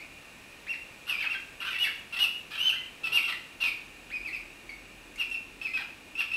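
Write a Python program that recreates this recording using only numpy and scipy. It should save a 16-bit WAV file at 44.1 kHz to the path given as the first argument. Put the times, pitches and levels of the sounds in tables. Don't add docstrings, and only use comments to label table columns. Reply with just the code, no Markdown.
import sys
import numpy as np
from scipy import signal
from scipy.fft import rfft, irfft
from scipy.io import wavfile
from scipy.ndimage import uniform_filter1d

SR = 44100
rng = np.random.default_rng(int(sys.argv[2]) if len(sys.argv) > 2 else 0)


def convert_level_to_amplitude(level_db):
    exponent = np.asarray(level_db, float) / 20
    return 10 ** exponent


def bounce(signal):
    frames = np.transpose(np.atleast_2d(signal))
    limited = np.clip(frames, -1, 1)
    pcm = np.round(limited * 32767).astype(np.int16)
    wavfile.write(sys.argv[1], SR, pcm)


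N = 280476


def read_db(points, hz):
    at_hz, level_db = np.transpose(points)
    return np.interp(np.log(hz), np.log(at_hz), level_db)


def colour(x, points):
    hz = np.arange(len(x) // 2 + 1) * SR / len(x) + 1
    y = irfft(rfft(x) * convert_level_to_amplitude(read_db(points, hz)), len(x))
    return y / np.std(y)


def noise_band(low_hz, high_hz):
    band = signal.butter(2, [low_hz, high_hz], "band", fs=SR, output="sos")
    y = signal.sosfilt(band, rng.standard_normal(N))
    return y / np.std(y)


def walk(turns_per_s):
    k = max(int(SR / turns_per_s), 2)
    y = uniform_filter1d(uniform_filter1d(rng.standard_normal(N), k), k)
    return y / np.std(y)


def sine(hz):
    return np.sin(2 * np.pi * np.cumsum(hz) / SR)


# pitch_hz, level_db
HISS_COLOUR = [(15, -46), (25, -1), (268, -4.5), (617, -6), (975, -8), (1210, -8), (1350, -8.5),
               (1760, -8.5), (2020, -10), (2440, 0.5), (3100, -13), (3750, -11), (4650, -16.5),
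               (10700, -21.5), (15600, -29.5)]


def hiss():
    return convert_level_to_amplitude(-51.5 + .5 * walk(0.34)) * colour(rng.standard_normal(N), HISS_COLOUR)


# time_s, nearness_db
TRAFFIC_NEARNESS = [(0, -6), (2.8, -5), (3.1, -3), (3.7, -1), (4.3, 1.5), (4.7, 1.8), (5.5, .3),
                    (6.36, -1.5)]


def traffic():
    t = np.arange(N) / SR
    near_db = np.interp(t, *np.transpose(TRAFFIC_NEARNESS))
    thrum = convert_level_to_amplitude(-62.5 + 2.9 * near_db + 2.6 * walk(25)) * sine(40.5 + 2.05 * walk(5.5))
    drone = convert_level_to_amplitude(-61 + 0.9 * near_db) * noise_band(233, 364)
    return thrum + drone


# pitch_hz, level_db
GEAR_TONES = [(1863, -71), (2439, -62), (2466, -76), (2756, -64), (5830, -84), (6691, -79), (7854, -96),
              (7881, -75)]
# pitch_hz, width_hz, level_db
SHELL_BANDS = [(2550, 130, -67.5), (2816, 270, -63), (1807, 58, -68.5)]


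def camera_motor():
    t = np.arange(N) / SR
    shaft_hz, shaft_depth = 28.8, 0.23
    turn = 1 + shaft_depth * np.sin(2 * np.pi * shaft_hz * t)
    drift = np.cumsum(1 + 0.0008 * walk(4.9)) / SR
    whine = sum(convert_level_to_amplitude(db + 2 * walk(6.4)) * np.sin(2 * np.pi * hz * drift) for hz, db in GEAR_TONES)
    shell = sum(convert_level_to_amplitude(db) * noise_band(hz - width / 2, hz + width / 2) for hz, width, db in SHELL_BANDS)
    return shell + np.sqrt(2) * turn * whine


def note(row, scoop_hz, crest, bend, swell_db, tilt_db, half_db, rasp_db, over_db):
    start_s, length_s, crest_hz, end_hz, level_db = row
    u = np.arange(17) / 16
    before = np.clip(1 - u / crest, 0, 1)
    after = np.clip((u - crest) / (1 - crest), 0, 1)
    pitch_hz = crest_hz - scoop_hz * before ** 2.6 - (crest_hz - end_hz) * after ** bend
    lift_db = tilt_db * after - swell_db * before
    held_db = 0.39 * lift_db
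    effort_db = -0.23 * (level_db + 31) + 0 * u
    return np.transpose([start_s + length_s * u, pitch_hz, level_db + lift_db,
                         half_db - held_db, rasp_db - held_db, over_db + effort_db])


def phrase(tables):
    notes = (note(row, **kind) for rows, kind in tables for row in rows)
    return sorted(notes, key=lambda n: n[0][0])


def breath_control(notes):
    t = np.arange(N) / SR
    s, *columns = np.concatenate(notes).T
    hz, level_db, half_db, rasp_db, over_db = (np.interp(t, s, c) for c in columns)
    gate = np.zeros(N)
    for n in notes:
        opening, shutting = (t - n[0][0]) / 0.0012, (n[-1][0] - t) / .011
        gate += np.clip(np.minimum(opening, shutting), 0, 1)
    return hz, gate * convert_level_to_amplitude(level_db - 5.5), half_db, rasp_db, over_db


# pitch_multiple, level_db
OVERTONE_LINES = [(3, 3.5), (4, 2.5), (5, -3)]
# pitch_multiple, level_db
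HALF_PITCH_LINES = [(.5, 2), (1.5, -17.5)]
# pitch_hz, level_db
THROAT_COLOUR = [(400, -26), (800, -10.5), (1400, -8.5), (2000, -13), (2800, 3.5), (3600, -2.5),
                 (5200, -11.5), (7000, -29.5), (8600, -18), (10000, -25), (11500, -24), (13000, -20),
                 (15500, -32)]
# pitch_hz, level_db
WINDPIPE_GAIN = [(2500, 15), (3300, -6), (4600, -14.5), (5150, -21), (5600, -22), (6100, -19.5),
                 (7200, -23.5), (8600, -6), (10000, -24.5), (11400, 2.5), (12800, -15), (14200, -8),
                 (15500, -19)]
# pitch_hz, level_db
BEAK_GAIN = [(1300, -2), (1900, 1), (2300, 0.5), (2700, 4.5)]
# start_s, end_s, chaos (0 to 1)
VOICE_BREAKS = [(1.075, 1.12, .3), (1.19, 1.265, .4), (1.61, 1.8, .55), (1.835, 1.88, .5),
                (2.124, 2.16, .3), (2.155, 2.21, .6), (2.5, 2.58, .7), (2.6, 2.7, .12), (3.065, 3.1, .6),
                (3.22, 3.36, .45), (3.272, 3.32, .3), (3.625, 3.66, .2), (5.2, 5.24, .15),
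                (5.768, 5.83, .7), (6.2, 6.23, .4)]


def bird(tables):
    hz, loud, half_db, rasp_db, over_db = breath_control(phrase(tables))
    t = np.arange(N) / SR
    chaos = .12 * np.ones(N)
    for start_s, end_s, strength in VOICE_BREAKS:
        chaos += strength * np.clip(np.minimum(t - start_s, end_s - t) / 0.0087, 0, 1)
    shake = 1 + chaos * (.03 * walk(500) + .025 * walk(60))
    cycles = np.cumsum(hz * shake / SR)

    def partial(multiple, db):
        return convert_level_to_amplitude(db) * np.sin(2 * np.pi * multiple * cycles)

    whistle = partial(0.98, read_db(BEAK_GAIN, hz)) + partial(2, read_db(WINDPIPE_GAIN, 2 * hz))
    for k, db in OVERTONE_LINES:
        whistle += partial(k, over_db + db + read_db(WINDPIPE_GAIN, k * hz))
    flap = sine(650 * (1 + .25 * walk(25)))
    whistle *= (1 - .6 * chaos + .45 * chaos * flap) * convert_level_to_amplitude((.8 + 5 * chaos) * walk(250))
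    half = np.zeros(N)
    for k, db in HALF_PITCH_LINES:
        half += partial(k, half_db + 9 * chaos + db) * (0.61 + 0.59 * walk(780))
    slaps = np.diff(np.floor(cycles), prepend=0) * rng.standard_normal(N) * convert_level_to_amplitude(0.5 * walk(300))
    rasp = convert_level_to_amplitude(rasp_db + 10 * chaos + 6) * colour(slaps, THROAT_COLOUR)
    return loud * (np.sqrt(2) * (whistle + half) + rasp)


# start_s, length_s, crest_hz, end_hz, level_db
SECOND_PEEPS = [(0, 0.036, 2163, 2760, -41.5), (1.195, 0.064, 3170, 2880, -40),
                (1.347, 0.02, 1640, 1570, -31), (1.612, .023, 2524, 1897, -36),
                (1.678, .017, 2516, 2509, -29), (1.73, 0.041, 2453, 1882, -37),
                (2.552, .022, 3314, 3289, -37.5), (2.76, .018, 2058, 2084, -37),
                (4.692, 0.017, 2320, 2100, -32), (5.158, 0.0212, 2218, 2647, -42),
                (5.675, .055, 2125, 2098, -43.5)]
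PEEP = dict(scoop_hz=17, crest=.15, bend=1.1, swell_db=-1, tilt_db=2.5, half_db=-29, rasp_db=-28.5, over_db=-31)
SECOND_RASPS = [
    (1.83, .017, 3518, 3292, -31),
    (1.848, .036, 2306, 1472, -26.5),
    (3.3, .045, 2458, 1688, -35.5),
    (5.775, .055, 2005, 1329, -35.5),
]
RASP = dict(scoop_hz=15, crest=.15, bend=1.1, swell_db=-3, tilt_db=2, half_db=-33, rasp_db=-23, over_db=-19)
SECOND_CALLS = [
    (3.602, .035, 2870, 2564, -25),
]
CALL = dict(scoop_hz=153.7, crest=.45, bend=1.4, swell_db=17, tilt_db=2, half_db=-25, rasp_db=-15.5, over_db=-28)
SECOND_HOLDS = [
    (3.638, .056, 2585, 2033, -25.5),
]
SECOND_HOLD = dict(scoop_hz=12, crest=.1, bend=3.2, swell_db=-7, tilt_db=-3,
                   half_db=-26, rasp_db=-15.5, over_db=-16)
SECOND_DOUBLES = [
    (2.722, .03, 3068, 3310, -33),
]
SECOND_DOUBLE = dict(scoop_hz=15, crest=.1, bend=1.1, swell_db=5, tilt_db=3,
                     half_db=-6.5, rasp_db=-22, over_db=-28)


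def second_bird():
    return bird([(SECOND_PEEPS, PEEP), (SECOND_RASPS, RASP), (SECOND_CALLS, CALL),
                 (SECOND_HOLDS, SECOND_HOLD), (SECOND_DOUBLES, SECOND_DOUBLE)])


# delay_s, level_db
WALL_ECHOES = [
    (.0052, -8),
    (0.0117, -9),
    (0.0209, -8.5),
    (.033, -21),
    (.046, -11.5),
]


def room(x):
    t = np.arange(SR) / SR
    t60_s, treble_t60_s = 0.54, 0.48
    noise = rng.standard_normal(len(t))
    low = signal.sosfilt(signal.butter(2, 5000, fs=SR, output="sos"), noise)
    tail = low * convert_level_to_amplitude(-60 * t / t60_s) + (noise - low) * convert_level_to_amplitude(-60 * t / treble_t60_s)
    tail *= np.clip((t - 0.0063) / 0.0043, 0, 1)
    energy = SR * t60_s / (2 * np.log(1000))
    tail *= convert_level_to_amplitude(-1) / np.sqrt(energy)
    for delay_s, db in WALL_ECHOES:
        tail[int(delay_s * SR)] += convert_level_to_amplitude(db)
    return x + signal.fftconvolve(x, tail)[:N]


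# start_s, length_s, crest_hz, end_hz, level_db
SWOOPS = [
    (.666, .082, 2826, 1501, -30.5),
    (4.102, .08, 2560, 2129, -31.5),
]
SWOOP = dict(scoop_hz=1348.4, crest=.5, bend=2.3, swell_db=12, tilt_db=-5.5,
             half_db=-35, rasp_db=-36, over_db=-27.5)
HOARSE_NOTES = [
    (1.068, .071, 2843, 2410, -31),
]
HOARSE = dict(scoop_hz=20, crest=.3, bend=1.3, swell_db=14, tilt_db=1, half_db=-12, rasp_db=-17.5, over_db=-17.5)
GLIDES = [(1.14, 0.026, 2471, 2354, -29.5), (1.171, .034, 2370, 2850, -31.5),
          (1.206, .052, 2720, 1220, -28.5), (1.259, .022, 1300, 1269, -36), (1.705, 0.039, 2800, 2621, -31),
          (1.745, .03, 2682, 2676, -36), (3.225, .05, 2790, 2683, -31), (4.248, 0.053, 2651, 1898, -34),
          (4.328, .05, 2706, 2148, -33.5), (6.153, .02, 2683, 2644, -34), (6.315, 0.019, 2612, 2744, -27.5)]
GLIDE = dict(scoop_hz=15, crest=.1, bend=1.25, swell_db=2, tilt_db=0.8, half_db=-26, rasp_db=-25, over_db=-21)
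ARCHED_NOTES = [
    (1.286, .07, 2807, 1506, -29.5),
    (5.176, .06, 2869, 2210, -26),
    (6.174, .055, 2848, 2144, -23.5),
]
ARCH = dict(scoop_hz=149.96, crest=.45, bend=1.3, swell_db=18, tilt_db=-8,
            half_db=-22.5, rasp_db=-21, over_db=-25)
SPLIT_NOTES = [
    (1.603, 0.041, 2894, 2724, -34.5),
    (1.649, .054, 2885, 3097, -34.5),
]
SPLIT = dict(scoop_hz=15, crest=.1, bend=1.1, swell_db=-3, tilt_db=-4, half_db=-6.5, rasp_db=-19.5, over_db=-20)
HARSH_SCREAMS = [
    (1.785, 0.074, 2981, 2548, -27),
    (2.163, 0.025, 2720, 2600, -30.5),
    (2.188, .074, 2945, 2480, -22.5),
    (3.12, 0.079, 2888, 2002, -21.5),
]
SCREAM = dict(scoop_hz=200.4, crest=.5, bend=1.5, swell_db=8, tilt_db=-3.5,
              half_db=-24.5, rasp_db=-17, over_db=-16.5)
# Abrupt, noisy notes, crest_hz being near the start
NOISY_CROAKS = [
    (2.124, .038, 2784, 2750, -32),
    (2.507, .068, 2510, 2690, -37),
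    (3.034, .056, 2725, 2585, -30.5),
    (3.276, 0.04, 2720, 2457, -30),
]
CROAK = dict(scoop_hz=15, crest=.15, bend=1.2, swell_db=9, tilt_db=-2.5, half_db=-17, rasp_db=-16.5, over_db=-19)
SLOW_CLIMBS = [
    (2.578, .134, 3127, 2353, -25),
]
CLIMB = dict(scoop_hz=427.6, crest=0.8, bend=1.7, swell_db=7.5, tilt_db=1.5,
             half_db=-27, rasp_db=-19.5, over_db=-19)
HELD_NOTES = [
    (5.312, 0.052, 2780, 2120, -32),
    (5.614, 0.07, 2663, 2050, -29),
    (5.735, .05, 2629, 2000, -27),
    (6.336, .032, 2750, 1824, -27.5),
]
HOLD = dict(scoop_hz=15, crest=.1, bend=4.5, swell_db=3, tilt_db=-4, half_db=-27, rasp_db=-23, over_db=-23)


def first_bird():
    return bird([(SWOOPS, SWOOP), (HOARSE_NOTES, HOARSE), (GLIDES, GLIDE), (ARCHED_NOTES, ARCH),
                 (SPLIT_NOTES, SPLIT), (HARSH_SCREAMS, SCREAM), (NOISY_CROAKS, CROAK),
                 (SLOW_CLIMBS, CLIMB), (HELD_NOTES, HOLD)])


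# start_s, peak_db
CLAW_SCRATCHES = [
    (1.4016, -53),
    (2.4039, -63),
    (5.1584, -48),
    (5.3004, -50),
]


def claws():
    t = np.arange(N) / SR
    force = np.zeros(N)
    for start_s, db in CLAW_SCRATCHES:
        force += convert_level_to_amplitude(db) * (t > start_s) * np.exp(-np.abs(t - start_s) / 0.0037)
    return force * noise_band(5000, 10000)


# middle_s, length_s, level_db
WING_BEATS = [
    (3.116, 0.048, -52),
    (6.089, 0.032, -59.5),
]


def wings():
    t = np.arange(N) / SR
    puffs = sum(convert_level_to_amplitude(db) * np.exp(-((t - s) / length_s) ** 2) for s, length_s, db in WING_BEATS)
    return puffs * noise_band(55, 590)


def scene():
    in_room = room(first_bird() + second_bird() + claws())
    puffs = wings()
    background = hiss() + traffic() + camera_motor()
    return (in_room + puffs + background)[None]


def low_pass(x):
    return signal.sosfilt(signal.butter(12, 15770, fs=SR, output="sos"), x)


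def record(dry):
    top_cut = signal.ellip(8, .2, 60, 15650, fs=SR, output="sos")
    mix = signal.sosfilt(top_cut, dry)
    return low_pass(mix)


dry = scene()
out = record(dry)
bounce(out)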